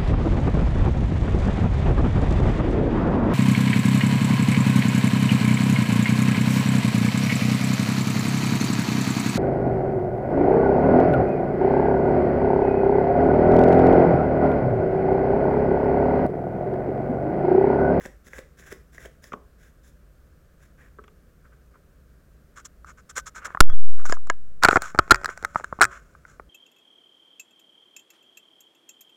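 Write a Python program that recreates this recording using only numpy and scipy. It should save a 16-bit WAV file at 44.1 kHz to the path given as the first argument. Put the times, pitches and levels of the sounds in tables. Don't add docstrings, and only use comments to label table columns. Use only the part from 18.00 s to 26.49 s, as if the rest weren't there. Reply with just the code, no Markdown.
import sys
import numpy as np
from scipy import signal
from scipy.fft import rfft, irfft, next_fast_len
from scipy.io import wavfile

SR = 44100
rng = np.random.default_rng(int(sys.argv[2]) if len(sys.argv) > 2 else 0)


def output_pcm(signal):
    pcm = np.clip(np.atleast_2d(signal).T, -1, 1) * 32767
    wavfile.write(sys.argv[1], SR, np.round(pcm).astype(np.int16))


N = 374449
TIME = np.arange(N) / SR


# pitch_hz, width_hz, gain_db
HOUSING_MODES = ([(1242, 147, 1.5), (1507.5, 190, 0), (1036, 180, -12), (1753, 120, -10), (2239, 280, -13)],
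                 [(66, 52, -7), (165, 150, -2.5), (430, 170, 1.5), (585, 205, 2), (872, 61, -2)],
                 [(4200, 840, -0.5), (5500, 520, 3.5), (7370, 930, 2.5), (10500, 2000, -16.5),
                 (14000, 2000, -17)])
def stand():
    contacts = stand_contacts()
    knocks = blows(contacts, HOUSING_MODES, chatter=.059, scuff=.6, chatter_s=.0018,
                   hard_hz=3800, detune=.036, vary_db=2.5)
    button = lamp_button()
    rubs = finger_rubs()
    ring = arm_ring(contacts)
    singing = resonate(rubs, [(1520, 9, -5), (1260, 14, -13), (571, 10, -7)], detune=.002, vary_db=1)
    direct = knocks + button + from_db(-1) * rubs + singing
    reflections = from_db(-33) * room(direct, low_t60=.3, high_t60=.25, high_db=-3)
    return direct + ring + arm_ring_through_jam() + reflections


# start_s,
# ring_db, thud_db, tick_db
JOINT_KNOCKS = [(4.8456, -33, -60, -55), (5.5482, -16.5, -29.5, -55), (5.572, -17.5, -47, -60),
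                (5.6049, 11, -15, 5.5), (5.6994, -28.5, -46, -41), (6.054, -21, -36, -33),
                (6.0965, -19, -24.5, -27.5), (6.1692, -29, -45, -68), (6.2718, -35, -45, -40.5),
                (6.6273, -12, -43, -26), (6.6353, -5.5, -20, -4), (6.6478, 6.5, -17, -8),
                (6.6604, -9, -23, -32), (6.6853, .5, -5, -17.5), (6.71, -7.5, -30, -23),
                (6.7287, -7.5, -11.5, -40), (6.7582, -2, -10, -25), (6.7687, -3.5, -10, -27),
                (6.8203, -20.5, -28.5, -20.5), (6.9474, -21.5, -19.5, -43), (6.9887, 3, -8, -15),
                (7.1083, 10.5, -18, -9.5), (7.1162, 7.5, -4.5, -9), (7.1448, -7.5, -42, -18.5),
                (7.1576, -17, -35, -25), (7.245, -13.5, -32, -24), (7.2578, -11, -43, -20),
                (7.2905, -17, -29, -46), (7.3753, -30, -35, -36), (7.4262, -30, -34, -36.5),
                (7.4484, -9, -28.5, -21.5), (7.558, -7, -17.5, -45), (7.6435, -17.5, -40, -30.5),
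                (7.7259, -18, -24, -66), (7.7887, -27, -28, -70), (7.809, -3, -13, -36),
                (8.1505, -38, -52, -75), (8.2512, -34.5, -51, -59), (8.397, -28, -32, -57.5)]
SWING_START_S, SWING_FASTEST_S, SWING_END_S = 6.62, 7.15, 8.45
FIRM_DB, TOUCH_LEAD_S, HEAVY_DB, REBOUND_S = -17.2, .011, -5, .0028
HOUSING_RING_HZ, HARDNESS_OCTAVES_PER_DB, GRIPPED_UNTIL_S, GRIP_OCTAVES = 1510, .0053, 6.5, -.18
def stand_contacts():
    touches = [(s - TOUCH_LEAD_S, -30, -35, -45) for s, ring, *_ in JOINT_KNOCKS
               if ring > FIRM_DB and s - TOUCH_LEAD_S > SWING_START_S]
    rebounds = [(s + REBOUND_S, ring - 2, thud, tick - 4) for s, ring, thud, tick in JOINT_KNOCKS
                if ring > HEAVY_DB]
    contacts = [(6.6387, -3.5, -17, -33, 890), (6.6507, -2.5, -11, -34, 890)]
    hits = list(JOINT_KNOCKS) + touches + rebounds + chatter_to_stop() + bumps_and_ticks()
    for s, ring, thud, tick in hits:
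        octaves = HARDNESS_OCTAVES_PER_DB * (tick - ring) + GRIP_OCTAVES * (s < GRIPPED_UNTIL_S)
        contacts.append((s, ring, thud, tick, HOUSING_RING_HZ * 2 ** octaves))
    return contacts


def chatter_to_stop(start_s=7.8144, count=6, first_gap_s=.005, slowing=1.2, loss_db=2.4):
    first_blow = np.array([3, -17, -5.5])   # ring_db, thud_db, tick_db
    k = np.arange(count)
    times = start_s + np.cumsum(first_gap_s * slowing ** (k - 1) * (k > 0))
    return [(s, *(first_blow - loss_db * i)) for i, s in enumerate(times)]


# start_s, end_s, hits_per_s, ring_db, thud_db, tick_db
BUMP_AND_TICK_SPELLS = [(5.46, 5.51, 50, -33, -42, -62), (6.65, 6.73, 60, -19, -27, -35),
                        (6.92, 7.28, 16, -30, -35, -48), (7.58, 7.62, 50, -29, -33, -49)]
def bumps_and_ticks(spread_db=2):
    hits = []
    for start, end, per_s, *levels in BUMP_AND_TICK_SPELLS:
        for s in np.arange(start, end, 1 / per_s):
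            hits.append((s + rng.random() / per_s, *(levels + spread_db * rng.standard_normal(3))))
    return hits


# pitch_hz, t60_s, gain_db
ARM_MODES = [(42, .25, -42), (73.4, .15, -43), (118, .15, -43.5), (225, .12, -48), (375, .3, -56),
             (571, .6, -50.5), (676, .6, -62), (1085, .45, -56.5), (1265, .13, -34), (1460, .25, -51),
             (1530, .38, -52.5), (1744, .35, -60), (1870, .45, -61), (2487, .35, -66), (3270, .2, -64)]
def arm_ring(contacts, spread_db=3.4):
    start_s, ring_db = np.transpose(contacts)[:2]
    onsets = (start_s * SR).astype(int)
    t, ring = TIME[:SR // 2], np.zeros(N)
    for hz, t60, db in ARM_MODES:
        jolts = np.zeros(N)
        jolts[onsets] = from_db(ring_db + db + spread_db * rng.standard_normal(len(onsets)))
        mode = from_db(-60 * t / t60) * np.sin(2 * np.pi * hz * t)
        ring += signal.oaconvolve(jolts, mode)[:N]
    return ring


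def arm_ring_through_jam(start_s=5.6994):
    modes = [(1250, .2, -45), (3330, .35, -50), (6100, .2, -65)]   # pitch_hz, t60_s, level_db
    t = np.maximum(TIME - start_s, 0)
    return sum(from_db(db - 60 * np.minimum(t / t60, 3)) * np.sin(2 * np.pi * hz * t)
               for hz, t60, db in modes)


# start_s, length_s, body_gain_db, hiss_gain_db
FINGER_STROKES = [(3.44, .045, -57, -82), (3.515, .04, -59, -82), (3.73, .055, -57, -82),
                  (4.556, .065, -43.5, -51.5), (4.645, .03, -45, -40), (4.858, .07, -43.5, -53.5),
                  (4.97, .045, -49, -58), (5.09, .033, -43, -43.5), (5.153, .06, -32, -33.5),
                  (5.173, .022, -23.5, -34), (5.256, .045, -38, -39.5), (5.345, .062, -37.5, -46.5),
                  (5.36, .24, -44.5, -68), (5.444, .036, -29.5, -37.5), (5.97, .08, -46.5, -62),
                  (6.05, .035, -35.5, -37.5), (6.06, .11, -37, -43), (6.62, .06, -18.5, -37.5),
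                  (6.68, .12, -36, -42), (6.8, .135, -35, -45), (7.28, .07, -39.5, -52),
                  (7.535, .1, -44.5, -53), (7.89, .125, -41, -56.5), (8.25, .14, -55, -62.5)]
# frequency_hz, gain_db
RUB_BODY_SPECTRUM = [(80, -19), (280, -24), (520, -12), (820, -18.5), (1050, -6.5), (1250, 1.5), (1520, -1),
                     (1900, -11), (2250, -14), (2900, -24.5), (4200, -42)]
RUB_HISS_SPECTRUM = [(2300, -26.5), (3300, -8.5), (4700, -12), (5800, 1.5), (7300, 2), (8800, -9.5),
                     (10300, -13), (12000, -17.5), (16000, -20.5)]
# pitch_hz, width_hz, gain_db
RUB_RESONANCES = [(1250, 110, 1), (1520, 70, 4.5), (2170, 76, 6), (2780, 85, 2), (3460, 210, 3.5),
                  (4160, 220, 5), (5300, 150, 6.5), (6930, 260, 7), (7560, 200, 4.5), (10700, 140, 3.5)]
def finger_rubs(drag_body_db=-53.5, drag_hiss_db=-65):
    joint_drag = (SWING_START_S, SWING_FASTEST_S, SWING_END_S, drag_body_db, drag_hiss_db)
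    strokes = swells(FINGER_STROKES, attack=.33) + [joint_drag]
    return friction(strokes, RUB_BODY_SPECTRUM, RUB_HISS_SPECTRUM, RUB_RESONANCES,
                    slips_per_s=2800, grain_db=3, smooth=.7, flutter_db=1.46, swell=2)


# start_s, ring_db, thud_db, tick_db
LAMP_CLICKS = [(6.1238, -12, -17.5, -17), (6.2998, -6.5, -19, -14.5)]
# pitch_hz, width_hz, gain_db
BUTTON_MODES = ([(1650, 64, 0), (985, 56, -1.5), (1300, 240, -6.5), (2192, 110, -11.5),
                (2835, 51.6, -24.5)], [(345, 260, -4), (521, 220, -2), (680, 85, -1.5)], [(4000, 380, -5),
                (5170, 400, -1), (7050, 330, 1.5), (10700, 1500, -30)])
def lamp_button():
    return blows(LAMP_CLICKS, BUTTON_MODES, chatter=.072, scuff=.58, chatter_s=.00089,
                 hard_hz=4014, detune=.006, vary_db=1)


def cards():
    packet_rubs, packet_taps = shuffling()
    shuffle = card_slides(packet_rubs) + from_db(.5) * card_taps(packet_taps)
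    table = table_taps()
    boom = lowpass(table, 750, order=2)
    into_room = from_db(-7) * (shuffle + boom) + from_db(-17) * table
    return shuffle + table + room(into_room, low_t60=.36, high_t60=.35, high_db=-.5)


# lift_s, catch_s, land_s, catch_db, land_db
SHUFFLE_STROKES = [(-.06, .0092, .0536, -37, -31), (.268, .3331, .3835, -30, -33.5),
                   (.5967, .6245, .7205, -46, -31.5), (.9467, .9807, 1.0517, -33, -37.5)]
def shuffling(lift_rub_s=.025, release_s=.028, flat_delay_s=.005):
    rubs = []   # start_s, fastest_s, end_s, body_gain_db, hiss_gain_db
    taps = []   # start_s, ring_gain_db, thud_gain_db, tick_gain_db
    for lift, catch, land, catch_db, land_db in SHUFFLE_STROKES:
        rubs += [(lift - lift_rub_s, lift, lift + lift_rub_s, -55.5, -58),
                 ((lift + catch) / 2, land, land + release_s, -49.5, -57)]
        taps += [(lift, -45, -47, -47),
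                 (catch, catch_db, catch_db - 12, catch_db - 17),
                 (land, land_db - 1, land_db - 4, land_db - 13),
                 (land + flat_delay_s, land_db - 6, land_db + 1.5, land_db - 3.5)]
    return rubs, [tap for tap in taps if tap[0] >= 0]


# start_s, length_s, body_db, hiss_db
CARD_STROKES = [(1.22, .08, -56, -58), (1.58, .13, -60.5, -65.5), (1.83, .08, -65, -62),
                (2.595, .08, -61, -68), (2.775, .12, -54.5, -71)]
# frequency_hz, gain_db
CARD_BODY_SPECTRUM = [(80, -1), (200, -16), (350, -7), (650, -14), (900, -20.5), (1350, -12.5), (1650, -5),
                      (1950, -12.5), (2500, -18), (3200, -30.5), (4500, -50)]
CARD_HISS_SPECTRUM = [(2500, -20), (3500, 4), (4400, -11), (5500, 2), (7300, 4), (9000, -9), (10800, 1.5),
                      (12500, -11), (16000, -2.5)]
# pitch_hz, width_hz, gain_db
CARD_RESONANCES = [(1600, 110, 4.1), (1980, 160, 1.7), (5250, 280, 3), (7000, 330, 2)]
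def card_slides(packet_rubs):
    strokes = packet_rubs + swells(CARD_STROKES, attack=.42)
    return friction(strokes, CARD_BODY_SPECTRUM, CARD_HISS_SPECTRUM, CARD_RESONANCES,
                    slips_per_s=3000, grain_db=2, smooth=.58, flutter_db=1.7, swell=.99)


# start_s, ring_gain_db, thud_gain_db, tick_gain_db
SQUARING_TAP = [(1.2409, -40, -45, -38.5)]
# pitch_hz, width_hz, gain_db
DECK_MODES = ([(1626, 184, 5), (1920, 300, 7), (1120, 250, -5.5), (2600, 600, -16.5)], [(170, 122, -6),
              (358, 107, -1.5), (530, 110, -0.5), (654, 110, -6)], [(3370, 510, 0), (5560, 900, 1.5),
              (7400, 1400, -2), (10700, 1000, -6), (13900, 3000, -10)])
def card_taps(packet_taps):
    return blows(packet_taps + list(SQUARING_TAP), DECK_MODES, chatter=.14, scuff=.4, chatter_s=.002,
                 hard_hz=3070, detune=.039, vary_db=2.5)


# start_s, ring_db, thud_db, tick_db
TABLE_TOUCHES = [(1.3204, -29, -35, -47), (1.3318, -37, -46, -35.5), (1.3357, -24, -28.5, -68),
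                 (2.9855, -37, -39, -63), (2.9907, -40, -47.5, -72), (3.039, -45.5, -49, -50.5),
                 (3.0795, -45, -57, -48), (3.4514, -49, -57, -77), (3.7548, -45, -54.5, -77)]
# pitch_hz, width_hz, gain_db
TABLE_MODES = ([(1123, 120, -1), (1310, 94, 3.5), (1520, 190, -5), (2020, 460, -15)], [(145, 88, -11.5),
               (272, 82, -4.5), (424, 30, 0.5), (580, 70, -6)], [(2330, 910, -3), (3500, 600, -7),
               (5560, 1000, -19), (7250, 1200, -18.5)])
def table_taps():
    return blows(TABLE_TOUCHES, TABLE_MODES, chatter=.092, scuff=.4, chatter_s=.0042,
                 hard_hz=2800, detune=.015, vary_db=2)


def blows(rows, body, chatter, scuff, chatter_s, hard_hz, detune, vary_db):
    out, t = np.zeros(N), TIME[:SR // 12]
    ring_modes, thud_modes, tick_modes = body
    ring_hz = np.mean([hz for hz, width, db in ring_modes[:2]])
    click = (t == 0) + 1e-18
    for s, ring_db, thud_db, tick_db, *pitch in rows:
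        grit = rng.standard_normal(len(t)) * np.exp(-t / chatter_s)
        cushion_hz = np.clip(hard_hz * 2 ** ((tick_db - ring_db) / 36), 1600, SR / 4)
        push = lowpass(click + chatter * grit, cushion_hz, order=4)
        grip = pitch[0] / ring_hz if pitch else 1
        held_modes = [(hz * grip, width, db) for hz, width, db in ring_modes]
        at = int(s * SR)
        for force, modes, db in [(push, held_modes, ring_db), (push, thud_modes, thud_db),
                                 (click + scuff * grit, tick_modes, tick_db)]:
            part = resonate(force, modes, detune, vary_db)
            out[at:at + len(t)] += (from_db(db) * part / np.abs(part).max())[:N - at]
    return out


def resonate(force, modes, detune, vary_db):
    out = np.zeros(len(force))
    for k, (hz, width, db) in enumerate(modes):
        radius = np.exp(-np.pi * width / SR)
        angle = 2 * np.pi * hz * (1 + detune * rng.standard_normal()) / SR
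        gain = (-1) ** k * from_db(db + vary_db * rng.standard_normal()) * (1 - radius ** 2) / 2
        out += gain * signal.lfilter([1, 0, -1], [1, -2 * radius * np.cos(angle), radius ** 2], force)
    return out


def friction(strokes, body, hiss, peaks, slips_per_s, grain_db, smooth, flutter_db, swell):
    sizes = from_db(grain_db * np.minimum(rng.exponential(1, N), 4)) * rng.choice([-1, 1], N)
    slips = rms_one(sizes * (rng.random(N) < slips_per_s / SR)) + smooth * rng.standard_normal(N)
    slips *= from_db(flutter_db * drift(120))
    body_power, hiss_power = np.zeros(N), np.zeros(N)
    for start, peak, end, body_db, hiss_db in strokes:
        envelope = np.interp(TIME, [start, peak, end], [0, 1, 0]) ** swell
        body_power += envelope * from_db(body_db) ** 2
        hiss_power += envelope * from_db(hiss_db) ** 2
    return (np.sqrt(body_power) * coloured(slips, body, peaks)
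            + np.sqrt(hiss_power) * coloured(slips, hiss, peaks))


def swells(rows, attack):
    return [(s, s + attack * length, s + length, *levels) for s, length, *levels in rows]


def room(x, low_t60, high_t60, high_db, build_s=.0079):
    t = TIME[:SR // 2]
    noise = rng.standard_normal(len(t))
    low = lowpass(noise, 2000, order=2)
    low_decay, high_decay = from_db(-60 * t / low_t60), from_db(-60 * t / high_t60)
    tail = low * low_decay + from_db(high_db) * (noise - low) * high_decay
    tail *= np.minimum(t / build_s, 1)
    return signal.fftconvolve(x, tail / np.linalg.norm(low_decay))[:N]


# pitch_hz, level_db
HUM_TONES = [(54, -65.5), (146, -71)]
# frequency_hz, gain_db
THIN_HISS_SPECTRUM = [(12500, -25), (14100, 0.5), (15500, -25)]
AIR_SPECTRUM = [(20, -12), (60, 0), (98, -15.5), (158, -12.5), (300, -23), (560, -23), (873, -39),
                (1220, -30.5), (1610, -30), (1950, -38.5), (3500, -45), (7000, -45), (12500, -48.5),
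                (16000, -49.5)]
# time_s, level_db
THIN_HISS_FADE = [(0, -82), (5.3, -82), (5.7, -100)]
def room_tone(air_db=-54):
    hum = np.zeros(N)
    for hz, db in HUM_TONES:
        amplitude = np.sqrt(2) * from_db(db + 2.3 * drift(8.2))
        hum += amplitude * np.sin(2 * np.pi * hz * TIME + 1.1 * drift(11))
    hiss_db = np.interp(TIME, *np.transpose(THIN_HISS_FADE))
    hiss = from_db(hiss_db) * coloured(rng.standard_normal(N), THIN_HISS_SPECTRUM)
    air = from_db(air_db) * coloured(rng.standard_normal(N), AIR_SPECTRUM)
    return hum + hiss + air


def coloured(x, spectrum, peaks=()):
    hz, db = np.transpose(spectrum)
    size = next_fast_len(N)
    f = np.maximum(np.fft.rfftfreq(size, 1 / SR), 1)
    level = np.interp(np.log(f), np.log(hz), db)
    for centre, width, height in peaks:
        level += height / (1 + (2 * (f - centre) / width) ** 2)
    gain = from_db(level) * np.minimum(1, f / hz[0]) * np.minimum(1, hz[-1] / f) ** 2
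    return rms_one(irfft(rfft(x, size) * gain, size)[:N])


def drift(rate_hz):
    knots = rng.standard_normal(int(N / SR * rate_hz) + 2)
    return rms_one(np.interp(TIME * rate_hz, np.arange(len(knots)), knots))


def lowpass(x, cutoff_hz, order):
    return signal.sosfilt(signal.butter(order, cutoff_hz, fs=SR, output="sos"), x)


def from_db(db):
    return 10 ** (np.asarray(db) / 20)


def rms_one(x):
    return x / np.sqrt(np.mean(x ** 2) + 1e-20)


def scene():
    return (cards() + stand() + room_tone())[None]


def preamp_jam(start_s=5.6094, onset_s=.0014, high_s=.081, cross_s=.05, low_s=.15, recovery_s=.25):
    t = TIME - start_s
    crossed = high_s + cross_s
    freed = crossed + low_s
    stuck = np.interp(t, [0, onset_s, high_s, crossed, (crossed + freed) / 2, freed],
                      [0, 4, 1, -1, -1.5, -1])
    return stuck * np.exp(-np.maximum(t - freed, 0) / recovery_s)


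def record(dry, rail=.71, cutoff_hz=16300):
    clipped = np.clip(dry + rail * preamp_jam(), -rail, rail)
    return signal.fftconvolve(clipped, signal.firwin(161, cutoff_hz, fs=SR)[None], mode="same")


dry = scene()
out = record(dry)
output_pcm(out)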